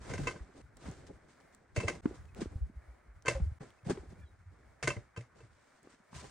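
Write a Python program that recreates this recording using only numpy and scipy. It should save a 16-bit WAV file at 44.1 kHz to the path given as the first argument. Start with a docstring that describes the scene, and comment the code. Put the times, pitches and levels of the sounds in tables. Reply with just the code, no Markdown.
"""A basketball is thrown four times at a hoop fixed to a tree in a forest clearing. At once the first
throw sets ball and rim ringing in their modes, thuds on the trunk and drags through the net. The others
land near 1.8, 3.3 and 4.9 s; in between, clothes rustle by friction, boots knock on soft ground, twigs
tick, and a far bird peeps near 2.3 and 4 s. Last come a few knocks and a rustle. A faint forest hiss
and a gusty rumble lie under it all, and the level dips briefly three times."""
import sys
import numpy as np
from scipy.fft import rfft, irfft, next_fast_len
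from scipy.io import wavfile
from scipy.ndimage import map_coordinates

SR = 44100
rng = np.random.default_rng(int(sys.argv[2]) if len(sys.argv) > 2 else 0)


def put_to_file(sound):
    """Save the sound as 16-bit audio at rate SR, in the file named by the first command-line argument."""
    columns = np.atleast_2d(sound).T  # one column per channel
    safe = np.clip(columns, -1, 1)
    whole_steps = np.round(safe * 32767)
    wavfile.write(sys.argv[1], SR, whole_steps.astype(np.int16))


N = 277906

# left-right coherence of nearby sounds: frequency_hz, coherence
NEAR_COHERENCE = [(60, 1), (300, 0.94), (600, 0.14), (1500, 0.89), (4000, 0.31), (10000, 0.13)]
# breaks in the rustle, the last three with a dip in overall level: start_s, end_s, recovery_s
BREAKS = [(0.618, 0.58, 0.014), (2.01, 2.015, 0.015), (3.588, 3.596, 0.013), (6.113, 6.105, 0.026)]


def ball_on_hoop():
    """Impacts excite damped modes of ball and rim, and shake hoop and net into a rattle."""
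    # start_s, level_db, then relative to that level: clank_db, ping_db, skin_db, rattle_db
    blows = [(0.05, -60, 1, -12, 8, 2), (0.095, -45.5, -12, -9, 4, -1), (0.108, -46.5, -17, -12, 5, -3),
             (0.135, -39, -17, -12, 6.5, -1), (0.178, -45, -8, 2, 0, -2), (0.234, -49, -5, -10, -3, -3),
             (0.27, -27.5, 5, 0, -5, -8.5), (0.28, -29.5, 7, -8, -20, -17),
             (0.307, -40.5, -10, -17, -6, -13), (0.359, -46.5, -19, -20, -2, -30),
             (1.761, -36.5, -5, -2, 5, 1.5), (1.771, -36.5, -2, 3, 5.5, -12),
             (1.801, -37.5, -12, 1, -11, -4.5), (1.832, -48, 0, 7.5, 15.5, -9),
             (1.872, -49, -9, 0, -3, 1.5), (1.88, -27, 8, 1, -17, -5), (1.897, -47, 23, 3, 11, -32),
             (1.95, -52.5, -5, -3, 5, -10), (3.25, -47.5, -2, -19, 7.5, -19),
             (3.257, -36, 5, -8.5, -8.5, -6.5), (3.266, -29, 6.5, -13, -18, -20),
             (3.28, -24.5, 8.5, 1, -5, -1), (3.308, -44, -14, -8, 6, -18), (4.826, -42, -6, 2, -8, 8.5),
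             (4.836, -43, 3, -12, 1.5, 1.5), (4.873, -28.5, 20, -20, 1, 1), (4.902, -33, 1.5, 3.5, -4, -21),
             (4.965, -48.5, 11, -21, 2, -20), (5.162, -42, 5, -9.5, -13.5, -13),
             (5.171, -49, -1, 7, 5.5, -2), (5.206, -65, -5, -7, 2, 6), (5.403, -55, -4, -10, 3, -10)]
    # groups of modes that each blow excites to its own degree: pitch_hz, level_db, t60_s
    main_modes = [(1036.5, 0.5, 0.045), (1555, -3.5, 0.061), (1225, -7, 0.048), (3097, -10, 0.036),
                  (4550, -15, 0.054), (6520, -16.5, 0.028), (6600, -32.5, 0.035), (7350, -22.5, .04)]
    clank_modes = [(2091, -0.5, 0.024), (2250, -11.5, 0.026)]
    ping_modes = [(2648, 0, .07)]
    skin_modes = [(358, -0.5, 0.075), (457, 3.5, 0.061), (581.2, -7, 0.14)]
    rattle_spectrum = [(350, -10), (600, 0.5), (834, -17), (2160, -9), (2410, -16), (2680, -14),
                       (3310, -19.5), (6500, -14.5), (10000, -24), (16000, -40)]  # frequency_hz, density_db
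    hoop_coherence = [(300, 0.72), (2000, 0.9), (8000, 0.35)]  # frequency_hz, coherence
    rattle_t60_s, shake_t60_s, shake_share = 0.041, 0.19, 0.44
    out, shake, t = np.zeros((2, N)), np.zeros(N), np.arange(SR // 3) / SR
    rise = (1 - np.exp(-t / 0.0014)) ** 2  # a soft ball loads the rim over a few milliseconds
    shake_decay = amp(-60 * t / rattle_t60_s) + shake_share * amp(-60 * t / shake_t60_s)
    for start, db, clank_db, ping_db, skin_db, rattle_db in blows:
        tones = ring(main_modes, t, spread_rad=0.31)
        tones += amp(clank_db) * ring(clank_modes, t, spread_rad=0.11)
        tones += amp(ping_db) * ring(ping_modes, t, spread_rad=0.75)
        add(out, start, rise * amp(db) * tones)
        add(out, start + 0.002024, rise * amp(db + skin_db) * ring(skin_modes, t, spread_rad=0.12))
        add(shake, start, rise * amp(db + rattle_db) * shake_decay)
    rattle = shake * noise(rattle_spectrum, hoop_coherence, grain_db=2.0)
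    driven_modes = resonate(rattle, main_modes + clank_modes + ping_modes, widen=3.4)
    return out + rattle + amp(4.5) * driven_modes


def knocks():
    """Heavily damped impacts of hands, boots and ball on wood: a low pulse under a slap of noise."""
    contacts = [(0.103, -37, 503, -2, 0.0079), (0.357, -46.5, 133, -13, 0.017),
                (0.772, -56, 144, -14, 0.015), (0.858, -46.5, 210, 0.5, 0.027),
                (0.886, -30.5, 182, -23, 0.0083), (0.896, -35.5, 122, -27, 0.019),
                (2.058, -15.5, 264, -15, 0.0083), (2.072, -37, 303, -28, 0.021),
                (2.112, -34, 350, -28, 0.007), (2.388, -37, 179, -28, 0.023),
                (2.418, -26, 328, -12, 0.0098), (2.424, -30, 198, -14, 0.016),
                (2.46, -30, 297, -17, 0.0044), (2.699, -42, 213, -24, 0.0078),
                (3.351, -34.5, 527, -9.5, 0.044), (3.401, -31.5, 151, -19, 0.019),
                (3.607, -38, 164, -14, 0.016), (3.867, -29.5, 144, -24.5, 0.017),
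                (3.899, -32.5, 296, -12, 0.0068), (3.906, -21.5, 363, -19.5, 0.014),
                (3.911, -31, 232, -10.5, 0.021), (3.93, -33, 175, -20, 0.012),
                (3.974, -37.5, 380, -9.5, 0.02), (4.131, -44, 172, -20, 0.01), (4.968, -34, 129, -13, 0.01),
                (5.177, -30.5, 119, -19, 0.019), (5.874, -43.5, 332, -2, 0.0054),
                (6.001, -57.5, 200, -22, 0.015), (6.131, -42.5, 189, -2, 0.0084),
                (6.16, -44.5, 122, -3.5, 0.017), (6.243, -46, 133, 0.5, 0.022)]  # start_s, level_db, pitch_hz, relative_slap_db, length_s
    slap_spectrum = [(300, -31), (600, -1), (1500, -8.5), (2500, -16.5), (5000, -38), (16000, -45)]  # frequency_hz, density_db
    out, slap, t = np.zeros((2, N)), np.zeros(N), np.arange(SR // 5) / SR
    rise = 1 - np.exp(-t / 0.001)
    for start, db, hz, slap_db, length in contacts:
        add(out, start - .002, amp(db) * wavelet(hz, length, sag=0.081, spread_rad=0.23))
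        add(slap, start - .002, rise * amp(db + slap_db - 60 * t / (2.73 * length)))
    return out + slap * noise(slap_spectrum, NEAR_COHERENCE, grain_db=3.0)


def thuds():
    """Soil and trunk act as low-pass filters: an impact comes through as a slow pulse."""
    impacts = [(0.01, -44, 69.5, 0.04), (0.152, -36, 80.5, 0.039), (0.101, -34, 125, 0.036),
               (0.209, -33.5, 138.6, 0.066), (0.409, -36.5, 56.5, 0.043), (0.845, -42.5, 66, 0.1),
               (1.78, -22, 104, 0.023), (1.85, -28.5, 92, 0.032), (2.467, -34.5, 65.4, 0.03),
               (2.562, -26.5, 72.5, 0.016), (2.615, -26, 59.6, 0.055), (2.769, -36, 63, 0.038),
               (2.879, -43.5, 57.7, 0.069), (3.077, -48.5, 52.4, 0.088), (3.267, -39, 116, 0.14),
               (3.354, -29.5, 59.5, 0.048), (3.419, -21.5, 60, 0.046), (3.467, -26.5, 75, 0.044),
               (3.522, -33, 74, 0.02), (3.837, -48.5, 107, 0.029), (3.994, -41, 64.6, 0.04),
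               (4.24, -43, 71, 0.038), (4.461, -45.5, 87, 0.065), (4.841, -34, 128.5, 0.045),
               (4.875, -34, 126, 0.059), (4.974, -34, 112, 0.033), (5.177, -38, 120, 0.066),
               (5.43, -48, 108, 0.047)]  # start_s, level_db, pitch_hz, length_s
    out = np.zeros((2, N))
    for start, db, hz, length in impacts:
        add(out, start - .006, amp(db) * wavelet(hz, length, sag=0.12, spread_rad=0.24))
    return out


def brushing():
    """Friction of cloth, net and undergrowth: strokes of noise swell and fade over a constant stir."""
    strokes = [(0.0, 0.3, -56, -50.5), (0.179, 0.13, -62, -49), (0.526, 0.52, -63.5, -67.5),
               (0.766, 0.016, -66, -54), (0.781, 0.24, -63, -55.5), (0.854, 0.062, -62, -59),
               (0.985, 0.14, -80, -65.5), (1.066, 0.013, -62, -70), (1.277, 0.082, -71.5, -85),
               (1.4, 0.019, -71.5, -81), (1.522, 0.036, -71.5, -74), (1.746, 0.19, -56.5, -48),
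               (1.874, 0.11, -81, -59.5), (2.023, 0.16, -66.5, -52), (2.138, 0.042, -65, -71),
               (2.251, 0.0067, -80, -70), (2.352, 0.12, -62, -50.5), (2.404, 0.026, -50, -52),
               (2.437, 0.17, -89, -63), (3.219, 0.012, -75, -80), (3.27, 0.12, -57.5, -51),
               (3.593, 0.093, -64, -54), (3.845, 0.11, -59.5, -51.5), (3.881, .03, -64, -56),
               (3.895, 0.024, -45.5, -35), (3.944, 0.048, -69, -53), (3.955, .2, -83, -57),
               (4.093, .05, -72.5, -74), (4.506, 0.22, -92, -70.5), (4.895, 0.098, -64.5, -54.5),
               (5.16, 0.062, -73, -59), (5.347, 0.11, -72.5, -66.5), (5.82, 0.084, -77.5, -73),
               (5.498, 0.41, -77.5, -92), (5.893, 0.031, -73, -73), (5.915, 0.044, -74.5, -64),
               (6.112, 0.15, -61, -58), (6.14, 0.055, -54, -61), (6.194, 0.051, -61.5, -75),
               (6.248, .03, -67, -59)]  # start_s, length_s, rustle_db, scuff_db
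    stir = [(-92.5, -70, -64), (-82.5, -71.5, -70.5), (-85.5, -71, -75), (-82, -72, -81),
            (-63.5, -70.5, -60.5)]  # one row per stretch between breaks: rustle_db, crunch_db, scuff_db
    # fine rustle, crunch of dry twigs and coarse scuff: frequency_hz, density_db
    rustle_spectrum = [(590, -54), (1000, 2.5), (1100, -7.5), (3540, -10), (8750, -11), (9940, -25),
                       (10800, -21), (14200, -24), (16000, -46)]
    crunch_spectrum = [(400, -15), (800, -3.5), (1500, -0.5), (2250, -7), (2700, -20), (4000, -50)]
    scuff_spectrum = [(80, -3), (150, 4), (400, 1), (800, -6.5), (1500, -47.5)]
    break_times = [row[0] for row in BREAKS]
    stretch = np.searchsorted(break_times, np.arange(N) / SR)
    levels = amp(stir)[stretch].T
    for start, length, rustle_db, scuff_db in strokes:
        next_break = min([s for s in break_times if s > start] + [N / SR])
        progress = np.arange(round(min(3 * length, next_break - start) * SR)) / SR / length
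        crunch_db = (rustle_db + scuff_db) / 2 - 7.5
        add(levels, start, amp([[rustle_db], [crunch_db], [scuff_db]]) * swell(progress))
    rustle = amp(1.27 * wobble(40)) * noise(rustle_spectrum, NEAR_COHERENCE, grain_db=1.5)
    crunch = amp(1.6 * wobble(50)) * noise(crunch_spectrum, NEAR_COHERENCE, grain_db=1.0)
    scuff = amp(3.98 * wobble(40)) * noise(scuff_spectrum, NEAR_COHERENCE, grain_db=1.5)
    return levels[0] * rustle + levels[1] * crunch + levels[2] * scuff


def ticks():
    """Twigs and seams snap in broadband transients: a puff of noise and one fast-decaying mode."""
    snaps = [(0.7704, -43.5, 7600), (0.855, -51.5, 2590), (0.8903, -47, 4220), (0.9144, -47, 6560),
             (1.0685, -53, 5540), (1.5485, -45, 7700), (2.2553, -54.5, 3270), (2.348, -43, 2430),
             (3.2237, -49, 6100), (3.705, -50.5, 3230), (3.8305, -59, 2560), (5.8306, -51.5, 7870),
             (5.8674, -63, 2590)]  # start_s, level_db, pitch_hz
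    out, t = np.zeros((2, N)), np.arange(SR // 20) / SR
    for start, db, hz in snaps:
        puff = 0.42 * amp(-60 * t / 0.0091) * np.diff(rng.standard_normal((2, len(t) + 1)))
        add(out, start, amp(db) * (ring([(hz, 0, .004)], t, spread_rad=0.47) + puff))
    return out


def bird():
    """Falling sine glides flutter among the trunks; a phase difference sets them to one side."""
    peeps = [(2.278, 2.31, 2630, 2480, -63), (3.78, 3.804, 2600, 2580, -69),
             (4.163, 4.263, 2400, 2360, -72), (4.204, 4.296, 3620, 3070, -77),
             (4.185, 4.27, 1820, 1600, -68), (4.237, 4.334, 4050, 3700, -79)]  # start_s, end_s, from_hz, to_hz, level_db
    out = np.zeros((2, N))
    for start, end, from_hz, to_hz, db in peeps:
        count = round((end - start) * SR)
        angle = 2 * np.pi * np.cumsum(np.linspace(from_hz, to_hz, count)) / SR
        add(out, start, amp(db) * np.hanning(count) * np.sin([angle + 0.38, angle - .8]))
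    return out * amp(5 * wobble(160))


def air():
    """Amplitude-modulated noise: far forest hiss, and a rumble of wind and handling on the microphone."""
    hiss_spectrum = [(59, -63), (100, -5), (129, -11.5), (315, -2.5), (452, -5), (524, -3), (595, 0.5),
                     (736, -3.5), (970, -10), (2250, -9), (2600, -24), (7770, -26), (16000, -23.5)]  # frequency_hz, density_db
    hiss_coherence = [(60, 0.84), (180, 0.32), (550, 0.074), (1650, 1), (4970, 0.11), (15000, 0.2)]  # frequency_hz, coherence
    rumble_spectrum = [(20, -40), (40, -9), (60, 0), (110, -5), (200, -22), (400, -50)]  # frequency_hz, density_db
    rumble_course = [(0.0, -58.5), (0.24, -41), (0.39, -67), (0.98, -58.5), (1.37, -75), (1.65, -75),
                     (1.77, -57.5), (2.51, -51), (3.03, -69), (3.4, -48.5), (3.5, -55), (3.8, -72),
                     (4.02, -57.5), (4.76, -67), (4.88, -54.5), (5.05, -66), (5.54, -73.5), (6.07, -94),
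                     (6.16, -45.5), (6.3, -66)]  # time_s, level_db
    hiss_db, drift_db, gust_db = -72.5, 3.9, 4
    hiss = amp(hiss_db + drift_db * wobble(6)) * noise(hiss_spectrum, hiss_coherence)
    rumble_db = np.interp(np.arange(N) / SR, *np.transpose(rumble_course)) + gust_db * wobble(25)
    return hiss + amp(rumble_db) * noise(rumble_spectrum, coherence=[(60, 0.77)])


def ring(modes, t, spread_rad):
    """Free vibration: decaying sines whose strength, tuning and stereo phase vary from blow to blow."""
    hz, db, t60 = np.transpose(modes)[:, :, None]
    strength, detune, lead = rng.standard_normal((3, len(modes), 1))
    decay = amp(db + 2.5 * strength - 60 * t / t60)
    angle = 2 * np.pi * hz * (1 + .006 * detune) * t
    return np.array([(decay * np.sin(angle + side * spread_rad * lead)).sum(axis=0) for side in (1, -1)])


def resonate(x, modes, widen):
    """Forced vibration: x drives resonances of bandwidth widen / t60."""
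    def peak(f, hz, db, t60):
        damping = 1j * f * widen / t60
        return amp(db) * damping / (hz * hz - f * f + damping)
    return filtered(x, lambda f: sum(peak(f, *mode) for mode in modes))


def wavelet(hz, length, sag, spread_rad):
    """A contact pulse: a few cycles swell, fade and sag in pitch as the contact lets go."""
    progress = np.arange(round(3 * length * SR)) / SR / length
    angle = 2 * np.pi * hz * length * (progress + sag * (1 - np.exp(-3 * progress)) / 3)
    lead = spread_rad * rng.standard_normal()
    return swell(progress) ** 2 * np.sin([angle + lead, angle - lead])


def swell(progress):
    """Linear growth times exponential decay, peaking at 1 when progress is 1/3."""
    return 3 * progress * np.exp(1 - 3 * progress)


def noise(spectrum, coherence, grain_db=0):
    """Stereo noise of rms 1: mid-side balance sets its coherence, fast modulation its crackle."""
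    def response(hz):
        turn = np.arccos(np.clip(along(coherence, hz), -1, 1)) / 2
        return amp(along(spectrum, hz)) * [np.cos(turn), np.sin(turn)]
    grains = rng.standard_normal((2, N)) * amp(grain_db * wobble(700))
    mid, side = filtered(grains, response)
    stereo = np.array([mid + side, mid - side])
    return stereo / np.sqrt(np.mean(stereo ** 2) + 1e-20)


def wobble(rate_hz):
    """Smooth random modulation: a spline through rate_hz knots a second."""
    knots = rng.standard_normal(int(N * rate_hz / SR) + 4)
    return map_coordinates(knots, [np.arange(N) * rate_hz / SR])


def filtered(x, response):
    """Linear filtering: the spectrum of x times a frequency response."""
    size = next_fast_len(N + 8192)
    return irfft(rfft(x, size) * response(np.fft.rfftfreq(size, 1 / SR)), size)[..., :N]


def along(points, hz):
    """Interpolation of (frequency_hz, value) points on a log frequency axis."""
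    frequencies, values = np.transpose(points)
    return np.interp(np.log(hz + 1), np.log(frequencies + 1), values)


def amp(db):
    """Amplitude ratio of a level in dB."""
    return 10 ** (np.asarray(db) / 20)


def add(track, start_s, sound):
    """Superpose a sound on a track from start_s."""
    part = track[..., round(start_s * SR):][..., :sound.shape[-1]]
    part += sound[..., :part.shape[-1]]


def scene():
    """Superposition: the pressures of all sources add."""
    return ball_on_hoop() + knocks() + thuds() + ticks() + brushing() + bird() + air()


def record(dry):
    """The level dips briefly three times; the microphone, a low-pass filter, dulls the top."""
    mic_response = [(9900, -1), (10500, -10), (11500, -18), (13000, -17), (14000, -11), (16000, -13)]  # frequency_hz, gain_db
    cutoff_hz = 15900
    t, gain = np.arange(N) / SR, np.ones(N)
    for start, end, recovery in BREAKS:
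        gain *= np.interp(t, [start - .002, start, end, end + recovery], [1, .05, .05, 1])
    return filtered(dry * gain, lambda hz: amp(along(mic_response, hz)) * (hz < cutoff_hz))


dry = scene()
out = record(dry)
put_to_file(out)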